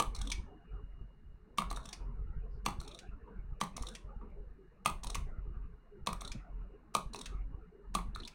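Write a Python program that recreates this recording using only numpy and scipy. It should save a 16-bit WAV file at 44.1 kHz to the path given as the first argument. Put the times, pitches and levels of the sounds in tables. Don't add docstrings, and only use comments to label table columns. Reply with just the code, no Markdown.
import sys
import numpy as np
from scipy import signal
from scipy.fft import rfft, irfft, next_fast_len
from scipy.io import wavfile
from scipy.ndimage import uniform_filter1d

SR = 44100
rng = np.random.default_rng(int(sys.argv[2]) if len(sys.argv) > 2 else 0)


def transcribe(signal):
    frames = np.atleast_2d(signal).T
    limited = np.clip(frames, -1, 1)
    pcm = np.round(limited * 32767).astype(np.int16)
    wavfile.write(sys.argv[1], SR, pcm)


N = 367794
T = np.arange(N) / SR
AGE = T[:4096]

# (frequency [Hz], level [dB per Hz])
AIR_SPECTRUM = [(20, 4.5), (50, -7.5), (220, -15.5), (420, -14), (520, -28.5), (1350, -21.5), (1900, -24),
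                (2800, -39.5), (3200, -46.5), (4050, -36), (4700, -44), (16000, -53)]
AIR_DB = -68.5
# (frequency [Hz], resonance width [Hz], level [dB])
HUM_BANDS = [(148, 15, -75), (424.3, 4.9, -79)]
# (time [s], level [dB])
WHINE_LEVEL = [(.8, -80.5), (1.4, -90), (8.3, -89.5)]
WHINE_HZ, WHINE_WIDTH_HZ = 2851, 41

# (start [s], length [s], level [dB])
ARM_SHIFTS = [(0.063, 0.34, -39), (0.736, 0.07, -41), (0.905, 0.13, -47), (1.271, 0.04, -49),
              (1.643, 0.15, -41.5), (2.01, 0.55, -40.5), (2.652, 0.15, -40.5), (3.084, 0.11, -46.5),
              (3.389, 0.14, -41.5), (3.752, 0.1, -42.5), (4.045, 0.43, -47), (4.937, 0.73, -42),
              (5.152, 0.14, -38), (6, 0.4, -46.5), (6.532, 0.1, -42), (7.037, 0.024, -42.5),
              (7.302, 0.23, -39.5), (7.913, 0.26, -41.5)]
SWAY_RISE_DB_PER_S, SWAY_FADE_DB_PER_S, SWAY_REST_DB = 296.5, 176, -62.5
SWAY_CREST_DB = 1
# (frequency [Hz], level [dB per Hz])
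RUMBLE_SPECTRUM = [(15, -13), (26, -2), (33, -19), (43, 4), (54, -15), (72, -14), (105, -25.5), (135, -21),
                   (200, -38), (3000, -120)]
# (time [s], level [dB])
HAND_THUDS = [(1.009, -44.5), (2.079, -42), (5.16, -44), (5.436, -48.5), (6.346, -35.5), (6.6, -48)]
THUD_HZ, THUD_WIDTH_HZ = 119, 51

# (mid-time [s], level [dB], pitch of the rub [Hz])
FINGER_DRAGS = [(.53, -64.5, 726), (.76, -64.5, 1260), (1.511, -66, 430), (2.199, -63.5, 414),
                (2.461, -59.5, 415), (2.552, -83, 4800), (2.561, -62, 422), (3.31, -58, 443),
                (3.346, -70.5, 1510), (4.126, -64, 511.5), (4.4, -57.5, 410), (4.621, -60.5, 390),
                (5.567, -67, 1175), (5.96, -56.5, 384), (6.473, -62.5, 680), (6.74, -59, 423),
                (7.171, -54.5, 410), (7.769, -57.5, 400)]
DRAG_S, DRAG_SINKS_OCT_PER_S = 0.11, 1.6
DRAG_WIDTH = 0.18
# (frequency [Hz], level [dB per Hz])
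SKIN_SPECTRUM = [(90, -4.5), (200, 12.5), (310, -5.5), (420, 5), (560, -9.5), (1050, -10), (1350, -13),
                 (1900, -24), (2800, -29), (4000, -54.5)]
GRIP_DB, GRIP_RISE_DB_PER_S, GRIP_FADE_DB_PER_S = -21.5, 122.5, 42
BEND_S, BEND_DB = 0.11, -65
# (frequency [Hz], level [dB per Hz])
FACE_SPECTRUM = [(100, -3), (220, 6), (420, -1.5), (1000, -8), (1300, -5), (1900, -16), (2700, -19),
                 (3300, -48)]
FACE_DB, FACE_RISE_DB_PER_S, FACE_FADE_DB_PER_S = -57.5, 147, 18

# (time [s], rub level [dB], hollow knock of the stack [dB])
FINGER_BUMPS = [(1.998, -51, -53.5), (3.271, -49.5, -52.5), (4.211, -46, -52.5)]
KNOCK_HZ, KNOCK_WIDTH_HZ = 942, 180
# (time [s], level [dB])
HOME_TAPS = [(0.316, -30.5), (1.928, -40), (2.988, -47), (3.949, -43.5), (5.145, -36), (6.317, -41.5),
             (7.257, -41), (8.274, -44.5)]
# (frequency [Hz], level [dB per Hz])
TAP_SPECTRUM = [(200, -31), (1700, -2.5), (2300, 5.5), (4000, 2), (5000, 2), (6300, 3), (7200, -1),
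                (9500, -4.5), (12000, -21)]

SLIDE_STARTS = [0.151, 1.701, 2.794, 3.764, 5.033, 6.209, 7.137, 8.15]
# (time [s], edge chirp [dB], fibre rasp [dB])
EDGE_CATCHES = [(0.151, -47.5, -46), (0.1636, -52, -48), (0.1904, -63, -52), (0.2159, -45.5, -42.5),
                (0.253, -65, -58), (0.2741, -45.5, -48.0), (0.3019, -42.5, -45), (1.7043, -48.5, -48),
                (1.7631, -49.5, -47.5), (1.857, -63, -48.5), (1.8907, -52.5, -49), (2.803, -50.5, -52),
                (2.8354, -65, -62), (2.8797, -53, -50.5), (2.9158, -53.5, -64), (2.9483, -48.5, -54),
                (3.768, -69.5, -41), (3.8255, -74, -45.5), (3.87, -44.5, -48.5), (3.8881, -51, -47),
                (5.036, -58, -44), (5.071, -49, -43.5), (5.102, -48, -41), (6.2102, -51, -46.5),
                (6.2505, -44.5, -49), (6.278, -45.5, -48.5), (7.136, -48.5, -48.5), (7.161, -51.5, -46.5),
                (7.191, -57, -47.5), (7.2139, -48.5, -44), (8.1508, -44.5, -56), (8.203, -46.5, -67),
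                (8.2349, -48.5, -69), (8.252, -45, -58)]
FLUTTER_GAP_S, FLUTTER_DB, FLUTTER_SPREAD_DB = .011, -67, 2
EDGE_HZ, EDGE_WIDTH_HZ, EDGE_SINKS_OCT_PER_S = 3980, 530, 0.7
# (frequency [Hz], level [dB per Hz])
RASP_SPECTRUM = [(1600, -9.5), (4200, -1.5), (4900, -6), (5500, 5.5), (6400, 1), (7300, -4), (9300, 1.5),
                 (11500, -22), (15000, -19)]

# (time [s], crack [dB], card ring [dB])
CARD_SLAPS = [(0.024, -39.5, -35.5), (1.605, -56, -43), (1.62, -52, -37), (1.7128, -45.5, -37),
              (1.728, -50, -50.5), (1.772, -51, -41.5), (2.686, -48, -37), (2.706, -56, -45),
              (2.814, -54.5, -50.5), (3.637, -46, -41), (3.7782, -53, -42.5), (3.834, -57, -47),
              (4.875, -47, -48), (4.899, -46, -39), (5.0443, -45.5, -43.5), (5.153, -40, -37),
              (6.090, -54, -37), (6.130, -43, -40.5), (6.218, -49.5, -44.5), (6.967, -44, -46),
              (7.146, -50, -40.5), (7.971, -55.5, -42), (7.988, -61, -39), (8.1599, -54, -41.5)]
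# (time [s], crack [dB], crack tilt towards the treble [dB],
# card ring [dB], main card pitch [Hz], stack thump [dB], settling rustle [dB])
CARD_SNAPS = [(0.0, -29, -2, -24.5, 1235, -44.5, -46), (1.584, -30.5, -12, -26, 1202, -39.5, -43),
              (2.662, -30.5, -7, -28, 1127, -39, -54), (3.6129, -32, -6, -28.5, 1162, -38, -50),
              (4.859, -27, -4, -25.5, 1182, -40, -39), (6.0714, -31.5, -7, -29, 1150, -39, -49.5),
              (6.95, -29.5, -2, -24, 1202, -41.5, -45), (7.9508, -32, -1, -27.5, 1182, -38, -50)]
# (frequency [Hz], relative level [dB], t60 before damping [s])
CARD_MODES = [(442, -18, 0.03), (590, -14.5, 0.03), (895, -9, 0.043), (1048, -4.5, 0.04),
              (1169, -3.5, 0.04), (2309, -16, 0.018)]
# (frequency [Hz], relative level [dB], t60 before damping [s])
STACK_MODES = [(146, 1, 0.085), (202.6, 4, 0.083)]
# (frequency [Hz], level [dB per Hz])
CRACK_SPECTRUM = [(300, -9.5), (700, -7), (1700, -5), (2350, 2), (2900, -2), (4200, 3.5), (5100, -7.5),
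                  (6200, 0), (7100, -6.5), (8700, 2.5), (12200, -14.5), (15500, -13.5)]
LEAD_IN_S, LEAD_IN_DB = .011, -52
SETTLE_PER_S, SETTLE_S = 700, 0.0056

BOX_HZ, BOX_WIDTH_HZ, BOX_DB = 1223, 25, -1
# (delay [ms], level [dB])
SURFACE_ECHOES = [(.85, -26.5), (1.7, -25), (4.2, -16)]
# (frequency [Hz], t60 [s])
ROOM_DECAY = [(150, .28), (1000, .225), (3000, .225), (7000, .25), (15000, .2)]
# (frequency [Hz], level [dB])
ROOM_LEVEL = [(150, 6.5), (800, -4.5), (1200, -5.5), (2400, -6), (6000, -13.5), (15000, -9.5)]
DIP_HZ, DIP_WIDTH_HZ, CUTOFF_HZ = 1943, 55, 16000


def from_db(db):
    return 10 ** (np.asarray(db) / 20)


def rms_one(x):
    return x / np.sqrt(np.mean(x ** 2) + 1e-20)


def hit_one(x):
    return x / np.sqrt(np.sum(x ** 2) / (.004 * SR) + 1e-20)


def at_hz(points, hz):
    f, value = np.transpose(points)
    return np.interp(np.log(np.maximum(hz, 1)), np.log(f), value)


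def add(track, s, sound):
    start = max(0, round(s * SR))
    track[start:start + len(sound)] += sound[:N - start]


def colour(x, spectrum):
    size = 2 * next_fast_len(len(x))
    gain = from_db(at_hz(spectrum, np.fft.rfftfreq(size, 1 / SR)))
    cepstrum = irfft(np.log(gain))
    cepstrum[1:size // 2] *= 2
    cepstrum[size // 2 + 1:] = 0
    return irfft(rfft(x, size) * np.exp(rfft(cepstrum)))[:len(x)]


def resonate(x, hz, width_hz):
    r = np.exp(-np.pi * width_hz / SR)
    zeros = np.array([1, 0, -1]) * (1 - r * r) / 2
    poles = [1, -2 * r * np.cos(2 * np.pi * hz / SR), r * r]
    return signal.lfilter(zeros, poles, x + 1e-18)


def bandpass(x, edges_hz):
    return signal.sosfilt(signal.butter(2, edges_hz, "band", fs=SR, output="sos"), x)


def swells(spans, rise_db_per_s, fade_db_per_s, crest_db):
    t = T[::64]
    levels = []
    for start, end, db in spans:
        rise = rise_db_per_s * np.maximum(start - t, 0)
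        fade = fade_db_per_s * np.maximum(t - end, 0)
        arch = np.sin(np.pi * np.clip((t - start) / (end - start), 0, 1)) - .5
        levels.append(db - rise - fade + crest_db * arch)
    return np.interp(T, t, from_db(np.max(levels, axis=0)))


def rustle(patchy_db):
    edges = np.geomspace(100, 3000, num=29)
    knots = np.linspace(0, T[-1], num=190)
    white, out = rng.standard_normal((2, N)), 0
    for k, band_hz in enumerate(zip(edges, edges[1:])):
        knot_db = patchy_db * np.clip(rng.standard_normal(len(knots)), -2, 2)
        gain = np.interp(T, knots, from_db(knot_db))
        out = out + gain * bandpass(white[k % 2], band_hz)
    return out


def friction(envelope, grain_db):
    grain_gain = from_db(grain_db * rng.standard_normal(len(AGE)))
    return hit_one(rng.standard_normal(len(AGE)) * grain_gain * envelope)


def ring(modes, detune, vary_db, free_s, damp_db):
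    out = 0
    for k, (hz, db, t60) in enumerate(modes):
        pitch = hz * (1 + detune * rng.standard_normal())
        decay = from_db(db + vary_db * rng.standard_normal() - 60 * AGE / t60)
        out = out + (-1) ** k * decay * np.sin(2 * np.pi * pitch * AGE)
    damping = from_db(damp_db * np.clip(2 * (AGE / free_s - 1), 0, 1))
    return hit_one(out * damping)


def background():
    def band(hz, width):
        return rms_one(resonate(resonate(rng.standard_normal(N), hz, width), hz, width))
    hum = sum(from_db(db) * band(hz, width) for hz, width, db in HUM_BANDS)
    whine = from_db(np.interp(T, *np.transpose(WHINE_LEVEL))) * band(WHINE_HZ, WHINE_WIDTH_HZ)
    air = from_db(AIR_DB) * rms_one(colour(rng.standard_normal(N), AIR_SPECTRUM))
    return air + hum + whine


def desk():
    nudges = (rng.random(N) < 30 / SR) * rng.standard_normal(N)
    force = rms_one(nudges) + from_db(-6.5) * rng.standard_normal(N)
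    rumble = rms_one(colour(force, RUMBLE_SPECTRUM))
    rumble /= np.sqrt(uniform_filter1d(rumble ** 2, size=6600) + .02)
    moves = [(s, s + length, db) for s, length, db in ARM_SHIFTS]
    sway = swells(moves, SWAY_RISE_DB_PER_S, SWAY_FADE_DB_PER_S, SWAY_CREST_DB)
    return (from_db(SWAY_REST_DB) + sway) * rumble


def thuds():
    out = np.zeros(N)
    for s, db in HAND_THUDS:
        push = rng.standard_normal(len(AGE)) * AGE * np.exp(-AGE / 0.0088)
        boom = resonate(resonate(push, THUD_HZ, THUD_WIDTH_HZ), THUD_HZ, 2 * THUD_WIDTH_HZ)
        add(out, s, from_db(db) * hit_one(boom))
    return out


def drags():
    out, t = np.zeros(N), T[:SR // 2]
    for s, db, hz in FINGER_DRAGS:
        width = DRAG_WIDTH * hz
        note = resonate(resonate(rng.standard_normal(SR), hz, width), hz, width)
        speed = 2 ** (-DRAG_SINKS_OCT_PER_S * (t - DRAG_S / 2))
        note = np.interp(np.cumsum(speed), np.arange(SR), note)
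        note = note * np.sin(np.pi * np.minimum(t / DRAG_S, 1))
        level = np.sqrt(np.sum(note ** 2) / (DRAG_S * SR / 2))
        add(out, s - DRAG_S / 2, from_db(db) * note / level)
    return out


def rubbing():
    grips = [(s, s + length, db + GRIP_DB) for s, length, db in ARM_SHIFTS]
    grips += [(s - BEND_S, s, BEND_DB) for s, *_ in CARD_SNAPS]
    strokes = [(start, home, FACE_DB) for start, (home, _) in zip(SLIDE_STARTS, HOME_TAPS)]
    drag = rustle(patchy_db=11.0)
    grip_gain = swells(grips, GRIP_RISE_DB_PER_S, GRIP_FADE_DB_PER_S, crest_db=-2.0)
    skin = grip_gain * rms_one(colour(drag, SKIN_SPECTRUM))
    face = rms_one(colour(drag[::-1], FACE_SPECTRUM))
    return skin + swells(strokes, FACE_RISE_DB_PER_S, FACE_FADE_DB_PER_S, crest_db=3.0) * face


def bumps():
    out = np.zeros(N)
    for s, db, knock_db in FINGER_BUMPS:
        force = friction((1 - np.exp(-AGE / 0.007)) * np.exp(-AGE / 0.047), grain_db=-2.5)
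        add(out, s, from_db(db) * hit_one(colour(force, SKIN_SPECTRUM)))
        landing = force * np.exp(-AGE / 0.0097)
        knock = resonate(resonate(landing, KNOCK_HZ, KNOCK_WIDTH_HZ), KNOCK_HZ, KNOCK_WIDTH_HZ)
        add(out, s, from_db(knock_db) * hit_one(knock))
    return out


def taps():
    out = np.zeros(N)
    for s, db in HOME_TAPS:
        force = friction((1 - np.exp(-AGE / 0.0015)) * np.exp(-AGE / 0.0072), grain_db=6.0)
        tone = [(hz, level + 2.5 * rng.standard_normal()) for hz, level in TAP_SPECTRUM]
        add(out, s, from_db(db) * hit_one(colour(force, tone)))
    return out


def slip(edge_hz, chirp_db, rasp_db):
    phase = AGE / .0014
    force = friction(phase ** 3 * np.exp(-phase), grain_db=6)
    hz = edge_hz * (1 + 0.036 * rng.standard_normal())
    chirp = hit_one(resonate(resonate(force, hz, EDGE_WIDTH_HZ), hz, 2 * EDGE_WIDTH_HZ))
    knock = ring(CARD_MODES, detune=.08, vary_db=3, free_s=.004, damp_db=-13)
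    rasp = hit_one(colour(force, RASP_SPECTRUM))
    return from_db(chirp_db) * chirp + from_db(rasp_db) * (rasp + from_db(-8.0) * knock)


def slides():
    out = np.zeros(N)
    for start, (home, _) in zip(SLIDE_STARTS, HOME_TAPS):
        hard = [row for row in EDGE_CATCHES if start - FLUTTER_GAP_S < row[0] < home]
        light = []
        for s in np.arange(start, home - FLUTTER_GAP_S, FLUTTER_GAP_S):
            tick_s = s + FLUTTER_GAP_S * rng.random()
            levels_db = FLUTTER_DB + FLUTTER_SPREAD_DB * rng.standard_normal(2)
            light.append((tick_s, *levels_db))
        for s, chirp_db, rasp_db in hard + light:
            edge_hz = EDGE_HZ * 2 ** (-EDGE_SINKS_OCT_PER_S * (s - start))
            add(out, s - .004, slip(edge_hz, chirp_db, rasp_db))
    return out


def crack(chatter_s, chatter_db):
    click = hit_one(1. * (AGE == 0))
    chatter = friction(np.exp(-AGE / chatter_s), grain_db=-5.5)
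    return hit_one(colour(click + from_db(chatter_db) * chatter, CRACK_SPECTRUM))


def slaps():
    out = np.zeros(N)
    for s, crack_db, ring_db in CARD_SLAPS:
        body = ring(CARD_MODES, detune=.08, vary_db=3, free_s=.003, damp_db=-12)
        contact = crack(chatter_s=0.0024, chatter_db=6.0)
        contact = hit_one(colour(contact, [(4000, -5.5), (12000, -2.5)]))
        add(out, s, from_db(crack_db) * contact + from_db(ring_db) * body)
    return out


def snaps():
    out = np.zeros(N)
    main_hz = max(CARD_MODES, key=lambda mode: mode[1])[0]
    for s, crack_db, tilt_db, ring_db, pitch_hz, thump_db, settle_db in CARD_SNAPS:
        contact = crack(chatter_s=.0028, chatter_db=5)
        tilted = hit_one(colour(contact, [(2500, 0.012), (9000, tilt_db)]))
        add(out, s, from_db(crack_db) * tilted)

        grains = (rng.random(len(AGE)) < SETTLE_PER_S / SR) * rng.standard_normal(len(AGE))
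        settling = grains * AGE ** 2 * np.exp(-AGE / SETTLE_S)
        add(out, s, from_db(settle_db) * hit_one(colour(settling, CRACK_SPECTRUM)))

        bent = [(hz * pitch_hz / main_hz, db, t60) for hz, db, t60 in CARD_MODES]
        body = ring(bent, detune=.02, vary_db=2, free_s=.008, damp_db=-9)
        add(out, s, from_db(ring_db) * body)
        thump = ring(STACK_MODES, detune=0.027, vary_db=-1.5, free_s=0.011, damp_db=-1.0)
        add(out, s, from_db(thump_db) * thump)

        if s > LEAD_IN_S:
            noise = friction(np.sin(np.pi * np.minimum(AGE / LEAD_IN_S, 1)), grain_db=7)
            lead_in = hit_one(colour(noise, RASP_SPECTRUM)) + hit_one(resonate(noise, main_hz, 770))
            add(out, s - LEAD_IN_S, from_db(LEAD_IN_DB) * lead_in)
    return out


def room(x):
    t = T[:SR // 2]
    response = 1. * (t == 0)
    edges = np.geomspace(80, 18000, num=10)
    for low, high in zip(edges, edges[1:]):
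        hz = np.sqrt(low * high)
        band = bandpass(rng.standard_normal(len(t)), [low, high])
        tail = band * from_db(-60 * t / at_hz(ROOM_DECAY, hz)) * (1 - np.exp(-t / .004))
        share = np.sqrt(2 * (high - low) / SR / len(t))
        response += from_db(at_hz(ROOM_LEVEL, hz)) * rms_one(tail) * share
    for ms, db in SURFACE_ECHOES:
        response[max(1, round(ms * SR / 1000))] += from_db(db)
    return signal.fftconvolve(x, response)[:N]


def scene():
    cards = snaps() + slaps() + slides() + taps() + bumps()
    box = from_db(BOX_DB) * resonate(cards, BOX_HZ, BOX_WIDTH_HZ)
    hands = rubbing() + drags() + thuds()
    return (room(cards) + box + hands + desk() + background())[None]


def record(dry):
    dipped = dry - resonate(dry, DIP_HZ, DIP_WIDTH_HZ)
    return signal.sosfilt(signal.ellip(10, .2, 80, CUTOFF_HZ, fs=SR, output="sos"), dipped)


dry = scene()
out = record(dry)
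transcribe(out)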